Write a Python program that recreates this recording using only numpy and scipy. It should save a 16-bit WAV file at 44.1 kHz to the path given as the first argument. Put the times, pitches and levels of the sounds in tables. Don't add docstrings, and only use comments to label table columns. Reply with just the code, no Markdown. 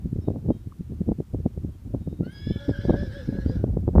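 import sys
import numpy as np
from scipy import signal
from scipy.fft import rfft, irfft, next_fast_len
from scipy.io import wavfile
from scipy.ndimage import uniform_filter1d, map_coordinates

SR = 44100
rng = np.random.default_rng(int(sys.argv[2]) if len(sys.argv) > 2 else 0)


def generate_wav(sig):
    pcm = np.round(np.clip(np.atleast_2d(sig).T, -1, 1) * 32767).astype(np.int16)
    wavfile.write(sys.argv[1], SR, pcm)


N = 176400


def amp(db):
    return 10 ** (np.asarray(db) / 20)


def unit(x):
    return x / np.sqrt(np.mean(x ** 2) + 1e-20)


def curves(rows):
    times, *columns = np.transpose(rows)
    return [np.interp(np.arange(N) / SR, times, column) for column in columns]


def wobble(rate):
    return map_coordinates(rng.standard_normal(8000), [np.arange(N) * rate / SR + 2], mode="mirror")


def filtered(x, response):
    size = next_fast_len(len(x) + 8192)
    return irfft(rfft(x, size) * response(np.fft.rfftfreq(size, 1 / SR)), size)[:len(x)]


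def noise(colour):
    freqs, db = np.transpose(colour)
    white = rng.standard_normal(N)
    return unit(filtered(white, lambda hz: amp(np.interp(np.log(hz + 1), np.log(freqs), db))))


def phase(hz):
    return 2 * np.pi * np.cumsum(hz) / SR


def rumble():
    # (time [s], level [dB])
    swell = [(0, -41), (.45, -32), (.6, -40), (.76, -47.5), (.93, -36.5), (1.1, -38), (1.27, -49.5),
             (1.38, -32.5), (1.52, -41), (1.68, -35), (1.81, -47), (1.93, -30.5), (2.05, -38.5),
             (2.32, -46.5), (2.5, -32), (2.64, -44), (2.8, -39), (2.95, -26), (3.18, -39), (3.4, -33.5),
             (3.68, -26.5), (3.85, -30), (3.93, -27.5), (4, -11.5)]
    # (frequency [Hz], level [dB])
    roll_colour = [(15, -34.5), (25, -37), (40, -6.5), (60, -4), (90, 0), (140, -11.5), (250, -24.5),
                   (400, -36.5), (700, -57.5), (1500, -60), (4000, -110)]
    flutter_colour = [(40, -11), (110, 0), (200, 4.5), (320, -4.5), (500, -18), (800, -26.5), (1500, -73),
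                      (4000, -110)]
    swell_db, = curves(swell)
    roll = unit(noise(roll_colour) * amp(0.7 * wobble(21.68)))
    flutter = unit(noise(flutter_colour) * amp(9.5 * np.tanh(wobble(90))))
    return amp(swell_db + 1.0) * (roll + amp(-7.5) * flutter)


def air():
    # (frequency [Hz], relative level [dB])
    colour = [(100, 11), (500, 4), (1000, 7), (2000, 1), (4000, -2), (8000, -4.5), (15000, -5.5)]
    return amp(-65) * noise(colour)


def puff(x, dullness, low_hz):
    x = filtered(x, lambda hz: amp(-dullness * hz / 1000) * hz ** 2 / (hz ** 2 + low_hz ** 2))
    return x / np.linalg.norm(x)


def buffets():
    # (time [s], level [dB], nominal length [s], nominal dullness [dB/kHz])
    eddies = [(0.058, -24, 0.022, 86), (0.131, -18.5, 0.0053, 91), (0.163, -21, 0.0059, 79),
              (0.19, -20, 0.0075, 83), (0.285, -16.5, 0.0086, 41.5), (0.304, -22.5, 0.016, 53),
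              (0.361, -29.5, 0.023, 44.5), (0.462, -26.5, 0.01, 58), (0.489, -23.5, 0.019, 77),
              (0.505, -15, 0.013, 45.5), (0.673, -29.5, 0.017, 98), (0.809, -25.5, 0.012, 95),
              (0.922, -29, 0.023, 76.5), (1.016, -19.5, 0.012, 77), (1.091, -18, 0.02, 55),
              (1.119, -17, 0.0074, 44), (1.204, -22, 0.016, 57), (1.347, -21, 0.012, 52.5),
              (1.403, -26, 0.005, 68), (1.462, -14.5, 0.0085, 48.5), (1.577, -28.5, 0.023, 61),
              (1.649, -24, 0.0087, 68), (1.948, -17, 0.0064, 45.5), (2.076, -24.5, 0.016, 60.5),
              (2.129, -30.5, 0.022, 67), (2.209, -18, 0.012, 61), (2.233, -24.5, 0.0084, 64),
              (2.268, -30, 0.018, 52), (2.473, -22, 0.0087, 77), (2.509, -17.5, 0.012, 68),
              (2.561, -26, 0.015, 65), (2.694, -14.5, 0.008, 48.5), (2.712, -20.5, 0.0069, 62),
              (2.79, -23, 0.0088, 90), (2.853, -18.5, 0.0076, 53), (2.897, -14, 0.011, 38),
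              (2.908, -12.5, 0.0047, 35), (2.943, -19.5, 0.019, 38), (3.034, -24.5, 0.013, 50),
              (3.292, -18, 0.009, 84), (3.328, -25, 0.0095, 51), (3.354, -28, 0.015, 59),
              (3.388, -21, 0.0081, 53), (3.463, -15, 0.006, 77), (3.498, -22.5, 0.012, 47.5),
              (3.568, -25.5, 0.016, 82), (3.642, -16.5, 0.008, 40), (3.772, -13.5, 0.0037, 43),
              (3.879, -18.5, 0.0046, 33.5), (3.889, -17, 0.012, 49.5), (3.954, -12, 0.0034, 34.5),
              (3.961, -16.5, 0.0061, 30), (3.983, -14, 0.0083, 25.5)]
    size, wake_db, wake_s = 8192, -28.5, 0.028
    out = np.zeros(N + 2 * size)
    t = (np.arange(size) - size // 2) / SR
    spike = signal.hilbert(1.0 * (t == 0))
    for time, db, length, dullness in eddies:
        scatter, white = rng.standard_normal((2, size))
        click = scatter[0] * spike.real + scatter[1] * spike.imag
        kick = puff(click, 0.95 * dullness, low_hz=233)
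        shape = np.exp(-(t / (0.73 * length)) ** 2 / 2) + amp(wake_db) * np.exp(-np.abs(t) / wake_s)
        ragged = amp(4.5 * map_coordinates(scatter, [np.arange(size) * 220 / SR + 2]))
        swirl = puff(white * shape * ragged, 1.188 * dullness, low_hz=103)
        kick *= np.sign(kick @ swirl)
        thump = amp(-3.5) * kick + amp(0.5) * swirl
        out[int(time * SR):][:size] += amp(db) * np.sqrt(length * SR) * thump / np.linalg.norm(thump)
    return out[size // 2:][:N]


def birds():
    # (centre [s], half-length [s], pitch [Hz], glide [Hz/s], level [dB])
    chirps = [(.23, 0.033, 5360, 2, -75.5), (0.275, 0.068, 3730, 7, -73), (0.555, 0.066, 3180, 503, -74.5),
              (0.577, 0.13, 3750, 2, -78), (0.724, 0.0033, 1120, -40000, -47),
              (1.74, 0.028, 3210, -2.5, -78), (2.103, .14, 3720, -4.5, -75), (2.258, 0.018, 4380, -2, -66),
              (2.326, 0.021, 9640, 4, -71)]
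    t = np.arange(N) / SR
    flicker = amp(3 * wobble(55))
    out = np.zeros(N)
    for centre, half_length, hz, glide, db in chirps:
        swell = np.exp(-2 * ((t - centre) / half_length) ** 2)
        pitch = hz + glide * (t - centre) + 18 * wobble(110)
        out += amp(db) * swell * np.sin(phase(pitch))
    return np.sqrt(2) * flicker * out


def squeal(rough, low_phase):
    # (time [s], pitch [Hz])
    melody = [(2.22, 1335), (2.27, 1487), (2.335, 1644), (2.40, 1667), (2.47, 1701), (2.56, 1722),
              (2.62, 1679), (2.725, 1704), (2.755, 1569), (2.8, 1655), (2.87, 1741), (2.92, 1575),
              (2.96, 1640), (3.01, 1729), (3.06, 1703), (3.115, 1537), (3.18, 1720), (3.27, 1642),
              (3.37, 1665), (3.435, 1673), (3.462, 1550), (3.5, 1625), (3.54, 1632), (3.65, 1507)]
    # (time [s], first [dB], second [dB], third [dB])
    partials = [(2.215, -65, -100, -110), (2.238, -59, -66.5, -92), (2.29, -54, -65, -81),
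                (2.35, -57.5, -57, -56.5), (2.43, -54.5, -52.5, -54), (2.53, -56.5, -52, -59.5),
                (2.62, -52, -54, -70), (2.71, -58, -61.5, -63), (2.76, -44, -57.5, -71),
                (2.84, -58.5, -62, -64), (2.95, -43.5, -68, -73), (3.01, -49.5, -57.5, -62),
                (3.09, -57, -68, -67), (3.18, -48, -55.5, -65), (3.27, -60, -102, -69),
                (3.39, -50.5, -85, -73), (3.43, -50.5, -82, -84), (3.46, -78, -70, -69),
                (3.495, -62, -77, -58), (3.56, -61, -81, -74), (3.65, -67, -100, -100)]
    # (time [s], sideband depth [gain])
    locking = [(2.22, 0.47), (2.45, 1.15), (2.54, 1.3), (2.66, 0.06), (3.65, .1)]
    sidebands = [(0.34, 0.065), (0.2, 0.15), (.05, .02)]
    quaver, jitter, fray, growl_depth = 0.007, 0.015, 0.19, 0.11
    hz, = curves(melody)
    levels = curves(partials)
    lock, = curves(locking)
    hz *= 1 + quaver * rough * wobble(35) + 0.00386 * wobble(120)
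    high_phase = phase(hz * (1 + jitter * rough * wobble(200)))
    under_phase = phase(hz * 0.915 * (1 + jitter * wobble(200)))
    out = amp(levels[2] - 19.5) * np.sin(4 * high_phase)
    for k, (db, (above, below)) in enumerate(zip(levels, sidebands), 1):
        shimmer = amp((2 + 2.4 * rough) * wobble(130) - rough * k)
        partial = k * (high_phase + fray * k * rough * wobble(520))
        beat = low_phase + 0.9 * wobble(220)
        tone = np.sin(partial) + lock * (above * np.sin(partial + beat) + below * np.sin(partial - beat))
        undertone = amp(-7.5 + 6.3 * wobble(26.87)) * np.sin(k * under_phase)
        growl = growl_depth * np.sin(partial - beat / 2)
        out += amp(db) * (shimmer * tone + rough * (undertone + growl))
    return out


def lower_voice(rough, low_phase, voice_db):
    # (multiple of the pitch [ratio], relative level [dB])
    partials = [(.5, -8), (1, 2.5), (2, -26.5)]
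    half_partials = [(1.5, -11), (2.5, -7)]
    # (time [s], level [dB])
    doubling = [(2.53, -88), (2.575, -54), (2.7, -56), (2.9, -69), (3.25, -70), (3.6, -74)]
    doubling_db, = curves(doubling)
    tone = sum(amp(db) * np.sin(k * low_phase) for k, db in partials)
    out = amp(voice_db + 3.5 * wobble(50)) * tone
    for k, db in half_partials:
        out += amp(doubling_db + db + 3.64 * wobble(70)) * np.sin(k * low_phase + rough * wobble(220))
    return out


def patchy(x, depth_db):
    spectrum = signal.stft(x, nperseg=512)[2]
    patches = uniform_filter1d(rng.standard_normal(spectrum.shape), size=3, axis=0)
    patches = uniform_filter1d(patches, size=8, axis=1)
    return unit(signal.istft(spectrum * amp(depth_db * unit(patches)), nperseg=512)[1][:N])


def rasp(low_phase, rasp_db):
    # (frequency [Hz], level [dB])
    colour = [(200, -10), (500, 1.5), (700, -14), (870, -4.5), (1130, -20.5), (1400, -3), (1620, 3),
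              (1780, -4.5), (1930, -10), (2200, -9), (2530, -19), (2800, -14), (3400, -10.5), (4000, -8),
              (4600, -20.5), (5200, -12.5), (5750, -13.5), (6500, -27.5), (8300, -27), (11000, -42)]
    breath = patchy(noise(colour), depth_db=4.0)
    pulse = 1 + 0.13 * np.cos(low_phase / 2)
    return breath * pulse * amp(rasp_db + 2.02 * wobble(60))


def whinny():
    # (time [s], pitch [Hz], level [dB])
    voice = [(2.22, 572.7, -57), (2.33, 546.6, -82), (2.52, 545, -72), (2.58, 565, -57), (2.72, 570.7, -48),
             (2.82, 563.4, -52), (2.96, 550.2, -43.5), (3.02, 591, -44), (3.08, 506.3, -55.5),
             (3.13, 536.6, -57), (3.17, 577, -44.5), (3.2, 539, -41), (3.24, 465.3, -59), (3.34, 564, -46),
             (3.44, 511, -60), (3.53, 506, -42), (3.63, 461, -76)]
    # (time [s], roughness [0 clean, about 1 hoarse], rasp level [dB])
    hoarseness = [(2.21, .2, -100), (2.25, 0.15, -66), (2.33, 0.23, -59.5), (2.42, 0.19, -63),
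                  (2.53, 0.31, -63.5), (2.62, 0.54, -53.5), (2.76, 0.83, -53.5), (2.95, 0.79, -52.5),
                  (3.1, 0.65, -54), (3.18, 0.37, -50), (3.28, 0.63, -55.5), (3.38, 0.3, -54),
                  (3.48, 0.17, -57.5), (3.56, .8, -55), (3.72, 1.06, -78)]
    # (time [s], gain [0-1])
    call = [(2.212, 0), (2.228, 1), (3.6, 1), (3.72, 0)]
    voice_hz, voice_db = curves(voice)
    rough, rasp_db = curves(hoarseness)
    gate, = curves(call)
    low_phase = phase(voice_hz * (1 + 0.021 * rough * wobble(150)))
    voices = squeal(rough, low_phase) + lower_voice(rough, low_phase, voice_db)
    return amp(-1.0) * gate * (np.sqrt(2) * voices + rasp(low_phase, rasp_db))


def tree_echo(x):
    echo_db, t60_s, delay_s = -10, 0.24, 0.012
    t = np.arange(SR) / SR
    tail = rng.standard_normal(SR) * amp(-60 * t / t60_s) * (t > delay_s)
    return amp(echo_db) * signal.fftconvolve(x, tail / np.linalg.norm(tail))[:N]


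def scene():
    horse = whinny()
    return (horse + tree_echo(horse) + birds() + buffets() + rumble() + air())[None]


def record(dry):
    top_hz = 15350
    return np.array([filtered(x, lambda hz: hz < top_hz) for x in dry])


dry = scene()
out = record(dry)
generate_wav(out)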